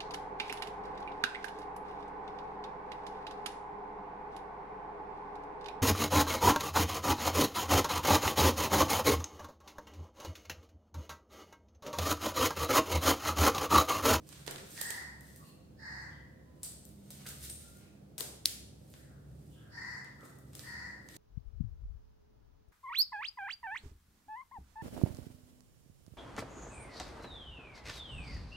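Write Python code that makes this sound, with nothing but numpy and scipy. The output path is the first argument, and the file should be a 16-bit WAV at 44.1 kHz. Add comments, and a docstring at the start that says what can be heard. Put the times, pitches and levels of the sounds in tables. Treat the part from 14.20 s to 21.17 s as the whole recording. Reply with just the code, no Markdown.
"""Weaving a plastic basket

Plastic strands rustle, squeak and tick as they slide and catch in a bare, echoing room; once, a taut
strand lets go with a hard snap. Outside, a harsh bird, probably a crow, caws four times as rough pulses
ring in its throat, and fainter birds call farther off. A low hum, like that of a fan, fills the room.
Two microphone ports, close together, make the left and right channels."""
import sys
import numpy as np
from scipy import signal
from scipy.fft import rfft, irfft, next_fast_len
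from scipy.io import wavfile
from scipy.ndimage import map_coordinates

SR = 44100
rng = np.random.default_rng(int(sys.argv[2]) if len(sys.argv) > 2 else 0)


def to_wav(s):
    """Save 16-bit WAV."""
    ch = np.atleast_2d(s).T  # columns
    pcm = np.round(np.clip(ch, -1, 1) * 32767)  # PCM
    wavfile.write(sys.argv[1], SR, pcm.astype(np.int16))


N = 307377

# Levels in the tables are relative. A "colour" says how strong each frequency is,
# "decay" is the time to fade by 60 dB, and "pan" is left level minus right level.
# How alike the two ports hear sound that comes from all around: f/Hz, correlation
PORT_LIKENESS = [(100, 0.77), (180, 0.83), (330, 0.58), (600, -0.1), (1200, 0.064), (3000, -0.052),
                 (10000, -0.15)]
# Echo of the room: f/Hz, decay/s
ROOM_DECAY = [(200, 1), (1000, 0.76), (4000, 0.65), (9000, 0.56), (15000, 0.39)]
# Echo of the walls between the birds and the room: f/Hz, decay/s
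YARD_DECAY = [(500, 0.89), (1900, 0.9), (4500, 0.7), (10000, 0.52)]
# Tones of the hum: f/Hz, level/dB
HUM_TONES = [(69.3, -66), (110, -68.5), (138, -65), (155, -68.5), (200.5, -69), (312, -77), (394, -78.5),
             (517, -81)]
# Colour of the room's rumble and hiss: f/Hz, level/dB
AIR_COLOUR = [(25, -38), (42, -19.5), (62, -2.5), (90, -2), (140, -3), (220, -5), (310, -8), (400, -14),
              (600, -15.5), (1000, -27.5), (2200, -35), (4900, -37), (9000, -40.5), (16000, -41)]
# Standing waves in the room favour one port: f/Hz, pan/dB
ROOM_PAN = [(70, 1), (140, -1), (260, -2), (500, -8), (1000, -1)]
# Shape of the slow swelling of the deepest rumble: t/s, level/dB
RUMBLE_SWELL = [(0.1, -68.5), (0.85, -71), (1.73, -62.5), (2.56, -67), (3.31, -63.5), (3.58, -67),
                (5.1, -61), (5.7, -68.5), (6.6, -65.5), (6.85, -67)]
# Calls of birds farther off: t/s, length/s, f/Hz, tremble as a share of the pitch, level/dB
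FAR_BIRDS = [(1.18, 0.06, 1113, 0.12, -62.5), (1.219, 0.12, 2760, 0.065, -71.5),
             (1.215, 0.12, 4290, 0.051, -68), (1.891, 0.079, 3280, 0.12, -69.5),
             (2.246, 0.1, 1012, 0.03, -69), (3.384, 0.21, 1402, 0.036, -68.5),
             (3.599, 0.074, 2560, 0.09, -72), (4.744, 0.15, 1717, 0.13, -71.5),
             (4.863, 0.13, 1448, 0.11, -69.5), (5.295, 0.16, 3170, 0.088, -70),
             (5.321, 0.36, 1536, 0.15, -67.5), (5.976, 0.11, 1309, 0.17, -59.5)]
# Caws of the near bird: t/s, length/s, level/dB, f/Hz, throat tuning factor, jitter as a share of pitch
NEAR_CAWS = [(0.522, 0.36, -45, 472.6, 1.006, 0.07), (1.557, 0.35, -46.5, 467.8, 0.99, 0.08),
             (5.485, 0.36, -45, 481.1, 1.008, .065), (6.399, 0.35, -46, 481.8, 0.996, 0.06)]
# Resonances of its throat: f/Hz, level/dB
THROAT_COLOUR = [(500, -37.5), (750, -10.5), (950, -14.5), (1100, -13.5), (1450, -18), (1700, -3),
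                 (1900, 0.5), (2040, -4.5), (2230, -23), (3300, -46), (4150, -23), (4520, -13.5),
                 (5300, -18.5), (5800, -26.5), (8000, -30), (10500, -43)]
# Colour of plastic slipping on plastic: f/Hz, level/dB
PLASTIC_COLOUR = [(500, -38), (900, -26.5), (1300, -14.5), (1850, -9.5), (2500, -11), (3600, -5),
                  (6200, -5.5), (8700, -0.5), (10800, -6.5), (14500, -5), (16000, -17.5)]
# Duller colour of the whole bundle of strands: f/Hz, level/dB
BUNDLE_COLOUR = [(200, -20), (600, -4), (1400, -2.5), (4000, -4.5), (8000, -9), (14000, -21.5)]
# Colour of the basket's hollow knock: f/Hz, level/dB
BASKET_COLOUR = [(40, -48), (100, -29), (220, -12.5), (380, -3.5), (560, -5), (900, -11), (1500, -13.5),
                 (2500, -22), (6000, -49.5)]
# A strand is pulled through the weave: t/s of top speed, speeding up/s, slowing down/s, level/dB
STRAND_PULLS = [(.1, .09, 0.47, -58), (.6, .24, 0.19, -44.5), (1.11, 0.47, 0.29, -61.5),
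                (1.28, 0.2, 0.053, -62), (2.47, .11, 0.25, -59.5), (2.679, .2, 0.19, -65.5),
                (3.06, 0.35, .25, -55), (3.249, 0.12, .06, -44.5), (3.43, 0.16, 0.26, -55),
                (4.76, .36, 0.193, -61), (5.27, .55, 0.66, -69.5), (6.05, .1, 0.18, -61),
                (6.42, 0.2, .16, -58), (6.97, .12, .1, -50.5)]
# The hands shift the bundle: t/s of top speed, speeding up/s, slowing down/s, level/dB
BUNDLE_SHIFTS = [(.13, 0.18, .9, -58), (2.44, 0.036, 0.19, -62), (3.01, 0.26, .2, -60),
                 (3.63, 0.29, 0.18, -67), (3.99, 0.011, .06, -47.5), (6.37, 0.052, 0.29, -55.5)]
# A strand squeaks as it is pulled tight: t/s, length/s, f/Hz, tremble as a share of the pitch, level/dB
SQUEAKS = [(0.648, 0.043, 8260, 0.075, -46.5), (2.429, 0.027, 8800, 0.143, -40.5),
           (3.054, 0.016, 1863, 0.24, -49.5), (3.293, 0.024, 8680, 0.06, -43)]
# The hand jolts the basket: t/s, level/dB, pan/dB
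HAND_BUMPS = [(.278, -33, -5), (.312, -42.5, -20), (.36, -49, -11), (4.001, -42, 3.5), (4.009, -39, -1),
              (6.03, -45, 0)]
# Clear flicks of strand against strand: t/s, level/dB, decay/s, brightness/(dB per octave), pan/dB
FLICKS = [(0.09, -43.5, 0.0039, -1.5, -15), (.125, -46.5, 0.021, -5, -23), (.264, -41, 0.01, -3, -20),
          (.274, -38.5, 0.0031, -3.5, -15), (.278, -30.5, 0.0026, -8.5, -14), (0.3095, -35.5, .008, 2, -21),
          (0.3595, -42.5, 0.0035, -4.5, -26), (.382, -38, 0.0072, -8, -4), (.577, -36.5, 0.0021, -8, -9),
          (0.6121, -25, 0.0099, 2, -17.5), (.704, -28.5, 0.01, -1, -18.5), (1.008, -48, 0.0057, 3.5, -15.5),
          (1.1607, -44, 0.0027, 7, 0), (2.432, -29, 0.0026, 3.5, 5), (2.652, -44.5, 0.0034, 7.5, 13),
          (2.905, -36.5, 0.0035, 0, 2), (3.063, -31.5, 0.029, -2.5, -3), (3.088, -33.5, 0.0062, 4.5, -4.5),
          (3.226, -39, 0.02, 2.5, 5), (3.299, -33.5, 0.0016, 2, 1), (3.9804, -32.5, 0.0035, 0, 16),
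          (3.983, -29, 0.021, 1.5, 1.5), (3.9997, -32, 0.0033, 0.5, 4.5), (4.0071, -30, 0.0027, -1, 24.5),
          (4.0088, -33.5, .002, 4, 18), (4.2542, -34.5, 0.0024, -5.5, 12.5),
          (4.739, -46.5, 0.0022, -9, 4.5), (5.845, -47.5, .003, -9, 0), (6.1865, -52.5, .005, 7, 7),
          (6.333, -48.5, .0015, -7, 2), (6.352, -38, 0.003, 2, 13), (6.3938, -39, 0.0017, -1.5, -15),
          (6.8878, -44, 0.0031, -7, -16), (6.943, -48, .0053, -8, 8)]
# Ringing tones of the snapping strand: f/Hz, level/dB, decay/s
SNAP_TONES = [(4480, 5, .0017), (9400, -3.5, 0.0018), (12730, -8, 0.0021), (5430, -22.5, 0.0049)]
# Colour of what the snap sends into the room: f/Hz, level/dB
SNAP_ECHO_COLOUR = [(700, -33), (1300, -22.5), (2200, -9.5), (4500, 0.5), (6200, -2.5), (9500, -0.5),
                    (12000, -3), (16000, -8)]


def amp(db):
    """Turn decibels into a factor to multiply by."""
    return 10 ** (np.asarray(db) / 20)


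def unit(x):
    """Scale a sound to an average (rms) level of 1."""
    return x / np.sqrt(np.mean(x ** 2) + 1e-20)


def unit_burst(x):
    """Give a burst the energy of one millisecond of sound at level 1."""
    return x * np.sqrt(SR / 1000 / np.sum(x ** 2))


def look_up(table, hz):
    """Read between the rows of a (frequency, value) table, on a log frequency scale."""
    freqs, values = np.transpose(table)
    return np.interp(np.log(hz + 1), np.log(freqs + 1), values)


def wobble(rate, size=N):
    """A smooth curve through `rate` random values a second."""
    return map_coordinates(rng.standard_normal(size // 20 + 4), [np.arange(size) * rate / SR])


def filtered(x, response):
    """Multiply each frequency of a sound by response(hz)."""
    n = x.shape[-1]
    padded = next_fast_len(n + 4096)
    hz = np.fft.rfftfreq(padded, 1 / SR)
    return irfft(rfft(x, padded) * response(hz), padded)[..., :n]


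def colour_burst(x, colour_db):
    """Colour a short sound with no ringing ahead of it (a minimum-phase filter)."""
    n = len(x)
    gain = amp(colour_db(np.fft.rfftfreq(n, 1 / SR)))
    cepstrum = irfft(np.log(gain + 1e-6))
    fold = np.r_[1, np.full(n // 2 - 1, 2), np.zeros(n // 2)]  # moves early ringing after the start
    return irfft(rfft(x) * np.exp(rfft(cepstrum * fold)))


def add(track, start, sound):
    """Mix a sound into a track, `start` seconds in."""
    part = track[..., max(round(start * SR), 0):][..., :sound.shape[-1]]
    part += sound[..., :part.shape[-1]]


def left_first(x, lead_s):
    """Sound reaches the left port lead_s before the right one; negative means after."""
    return filtered(x, lambda hz: np.exp(1j * np.pi * hz * np.array([[lead_s], [-lead_s]])))


def surrounding_noise(size):
    """Noise from all around: alike at the two ports only in the bass."""
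    def shares(hz):
        angle = np.arccos(np.clip(look_up(PORT_LIKENESS, hz), -1, 1)) / 2
        return np.array([np.cos(angle), np.sin(angle)])
    common, opposite = filtered(rng.standard_normal((2, size)), shares)
    return np.array([common + opposite, common - opposite])


def echo_pattern(decay):
    """How the walls answer a click: each frequency dies away at its own speed."""
    hz, t, spectrum = signal.stft(surrounding_noise(SR), SR, nperseg=256)
    fade = amp(-60 * t / look_up(decay, hz)[:, None])
    echo = signal.istft(spectrum * fade, SR, nperseg=256)[1]
    return echo / np.linalg.norm(echo[0])


def echo_of(x, pattern):
    """The left and right echo of a one-channel sound."""
    return signal.fftconvolve(x[None], pattern, axes=1)


def changing_echoes(x, decay, count=5):
    """Each stretch of a long sound echoes differently, as the paths change when a source moves."""
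    out = np.zeros((2, N))
    edges = np.linspace(0, N, count + 1).astype(int)
    for first, last in zip(edges, edges[1:]):
        add(out, first / SR, echo_of(x[first:last], echo_pattern(decay)))
    return out


def room_hum(air_db=-58, deep_hz=100):
    """Slightly unsteady low tones over rumble and hiss; the deepest part swells and sinks."""
    t = np.arange(N) / SR
    tones = np.zeros(N)
    for hz, db in HUM_TONES:
        loudness = amp(db + 4 * wobble(3.3))
        tones += loudness * unit(np.sin(2 * np.pi * hz * t + 1.4 * wobble(11)))
    air = unit(filtered(surrounding_noise(N), lambda hz: amp(look_up(AIR_COLOUR, hz))))
    room = tones + amp(air_db) * air
    room = filtered(room, lambda hz: amp(look_up(ROOM_PAN, hz) * np.array([[0.5], [-0.5]])))
    deep = filtered(room, lambda hz: 1 / (1 + (hz / deep_hz) ** 4))
    swelling = np.interp(t, *np.transpose(RUMBLE_SWELL))
    deep_db = 0.9 * (swelling - swelling.mean()) - 0.5
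    return room - deep + amp(deep_db) * deep


def swell(length, rise, fall):
    """A smooth fade in and out; rise and fall are shares of the length."""
    progress = np.linspace(0, 1, round(length * SR))
    ramp = np.minimum(progress / rise, (1 - progress) / fall)
    return np.sin(np.pi / 2 * np.clip(ramp, 0, 1)) ** 2


def whistle(length, hz, tremble):
    """A short tone with a trembling pitch: a far bird or a squeaking strand."""
    shape = swell(length, rise=0.23, fall=0.42)
    pitch = hz * (1 + tremble * wobble(900, SR)[:len(shape)])
    return shape * unit(np.sin(2 * np.pi * np.cumsum(pitch) / SR))


def caw(length, pitch_hz, tuning, jitter, rasp=0.63, throb_hz=32, throb_db=3, scoop=0.11, opening_s=0.04):
    """Unsteady pulses and puffs of air ring in the bird's throat, and the whole call throbs."""
    body_shape = swell(length, rise=0.284, fall=0.27)
    shrill_shape = swell(length, rise=0.18, fall=0.48)  # speaks first and fades first
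    n = len(body_shape)
    t = np.arange(n) / SR
    cycles = np.cumsum(pitch_hz * (1 + jitter * wobble(400, SR)[:n])) / SR
    pulses = np.diff(np.floor(cycles), prepend=0)  # one in each cycle
    puffs = rng.standard_normal(SR)[:n] * (1 + np.cos(2 * np.pi * cycles))
    buzz = unit(pulses - pulses.mean()) + rasp * unit(puffs)
    voice = unit(filtered(buzz, lambda hz: amp(look_up(THROAT_COLOUR, hz / tuning)) * (hz > 300)))
    shrill = filtered(voice, lambda hz: (hz > 3200) & (hz < 5700))
    speed = 1 - scoop * np.exp(-t / opening_s)  # the body slides up in pitch as the beak opens
    body = map_coordinates(voice - shrill, [np.cumsum(speed)])
    throb = unit(amp(throb_db * np.sin(2 * np.pi * throb_hz * t)))
    return throb * (body_shape * body + shrill_shape * shrill)


def birds():
    """Calls from outside arrive mostly by bouncing off walls."""
    calls = np.zeros(N)
    for start, length, db, pitch_hz, tuning, jitter in NEAR_CAWS:
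        add(calls, start, amp(db) * caw(length, pitch_hz, tuning, jitter))
    for start, length, hz, tremble, db in FAR_BIRDS:
        add(calls, start, amp(db) * whistle(length, hz, tremble))
    direct = left_first(calls, lead_s=-0.00058)  # the right port hears them first
    return amp(-9) * direct + amp([[0], [-1]]) * changing_echoes(calls, YARD_DECAY)


def friction_db(moves, t, range_db=20.5):
    """Level of sliding: each move gains range_db while speeding up and loses it while slowing down."""
    levels = [db - range_db * np.maximum((peak - t) / rise, (t - peak) / fall)
              for peak, rise, fall, db in moves]
    return np.max(levels, axis=0)


def rustle(clump_db=3, grains_per_s=2500):
    """Sliding strands catch and slip in tiny grains over a smooth hiss, and squeak when pulled tight."""
    out = np.zeros(N)
    for moves, colour in (STRAND_PULLS, PLASTIC_COLOUR), (BUNDLE_SHIFTS, BUNDLE_COLOUR):
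        catches = rng.random(N) < grains_per_s / SR
        grains = catches * rng.standard_normal(N)
        grains *= amp(clump_db * np.minimum(rng.exponential(size=N), 2))  # some stand out
        hiss = 0.78 * rng.standard_normal(N)
        friction = unit(filtered(unit(grains) + hiss, lambda hz: amp(look_up(colour, hz))))
        level_db = friction_db(moves, np.arange(N) / SR) - 3.5
        flutter_db = 2 * wobble(53) + 1.2 * wobble(300)
        out += friction * amp(level_db + flutter_db)
    for start, length, hz, tremble, db in SQUEAKS:
        add(out, start, amp(db) * whistle(length, hz, tremble))
    return amp([[-6], [-4]]) * out + changing_echoes(out, ROOM_DECAY)


def basket_knock(push):
    """The hollow answer of the basket to a push."""
    return unit_burst(colour_burst(push, lambda hz: look_up(BASKET_COLOUR, hz)))


def plastic_click(slips, brightness):
    """The click of slipping plastic, tilted towards the treble by `brightness` dB per octave."""
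    colour_db = lambda hz: look_up(PLASTIC_COLOUR, hz) + brightness * np.log2(hz / 6000 + 0.032)
    return unit_burst(colour_burst(slips, colour_db))


def stray_flicks(chances=36, moving_db=-70, faint_db=-56, decay_s=0.0036):
    """Loose strands flick by chance during a pull, louder on a harder one; rows as in FLICKS."""
    times = (np.arange(chances) + rng.random(chances)) / chances * N / SR
    efforts_db = friction_db(STRAND_PULLS, times) - moving_db
    scatter = rng.standard_normal((chances, 3)) * [3, 5, 9]
    return [(start, faint_db + 0.45 * effort_db + extra_db, decay_s, brightness, pan_db)
            for start, effort_db, (extra_db, brightness, pan_db) in zip(times, efforts_db, scatter)
            if effort_db > 0]


def ticks_and_bumps(size=2048, echo_count=7, push_decay_s=0.022):
    """A flick is a tiny burst of slips in the plastic plus a basket knock; a bump is the knock alone."""
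    out = np.zeros((2, N))
    t = np.arange(size) / SR
    tap = signal.unit_impulse(size)  # feeds the echo: all directions together have an even spectrum
    patterns = [echo_pattern(ROOM_DECAY) for _ in range(echo_count)]  # neighbours echo differently
    push = lambda: rng.standard_normal(size) * amp(-60 * t / push_decay_s)
    port_gains = lambda db, pan_db: amp(-5.5) * amp([[db + pan_db / 2], [db - pan_db / 2]])
    for k, (start, db, pan_db) in enumerate(HAND_BUMPS):
        add(out, start, port_gains(db, pan_db) * basket_knock(push()))
        add(out, start, echo_of(amp(db + 0.4) * basket_knock(tap), patterns[k % echo_count]))
    for k, (start, db, decay, brightness, pan_db) in enumerate(FLICKS + stray_flicks()):
        knock_share = amp(-15.5 - 0.86 * brightness)  # a duller contact knocks more
        slips = rng.standard_normal(size) * t * amp(-60 * t / decay)  # builds up, then dies
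        direct = plastic_click(slips, brightness) + knock_share * basket_knock(push())
        add(out, start, port_gains(db, pan_db) * direct)
        into_room = plastic_click(tap, brightness) + knock_share * basket_knock(tap)
        add(out, start + decay / 4, echo_of(amp(db + 0.54) * into_room, patterns[k % echo_count]))
    return out


def snap(start_s=4.2571, size=2048):
    """A taut strand lets go and whips the weave: a very short ring and a crack, then the room's echo."""
    out = np.zeros((2, N))
    t = np.arange(size) / SR
    ring = sum(amp(db - 60 * t / decay) * np.sin(2 * np.pi * hz * t) for hz, db, decay in SNAP_TONES)
    attack = (1 - np.exp(-t / 0.00032)) ** 2
    # The weave scatters the crack, so each port gets its own noise.
    crack = amp(-16.5 - 60 * t / 0.0099) * rng.standard_normal((2, size))
    treble_band = lambda hz: (1 - 1 / (1 + (hz / 3500) ** 4)) / (1 + (hz / 15000) ** 8)
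    add(out, start_s, amp(6.5) * ring * attack + filtered(crack, treble_band))
    out = left_first(out, lead_s=0.000025)  # the left port is a little nearer
    into_room = colour_burst(signal.unit_impulse(size), lambda hz: look_up(SNAP_ECHO_COLOUR, hz))
    add(out, start_s + 0.0017, echo_of(amp(-22) * unit_burst(into_room), echo_pattern(ROOM_DECAY)))
    return out


def scene():
    """Weaving close by, birds outside and the hum of the room."""
    return ticks_and_bumps() + snap() + rustle() + birds() + room_hum()


def record(dry):
    """Cut away the highest treble, from 16200 Hz up."""
    return filtered(dry, lambda hz: hz < 16200)


dry = scene()
out = record(dry)
to_wav(out)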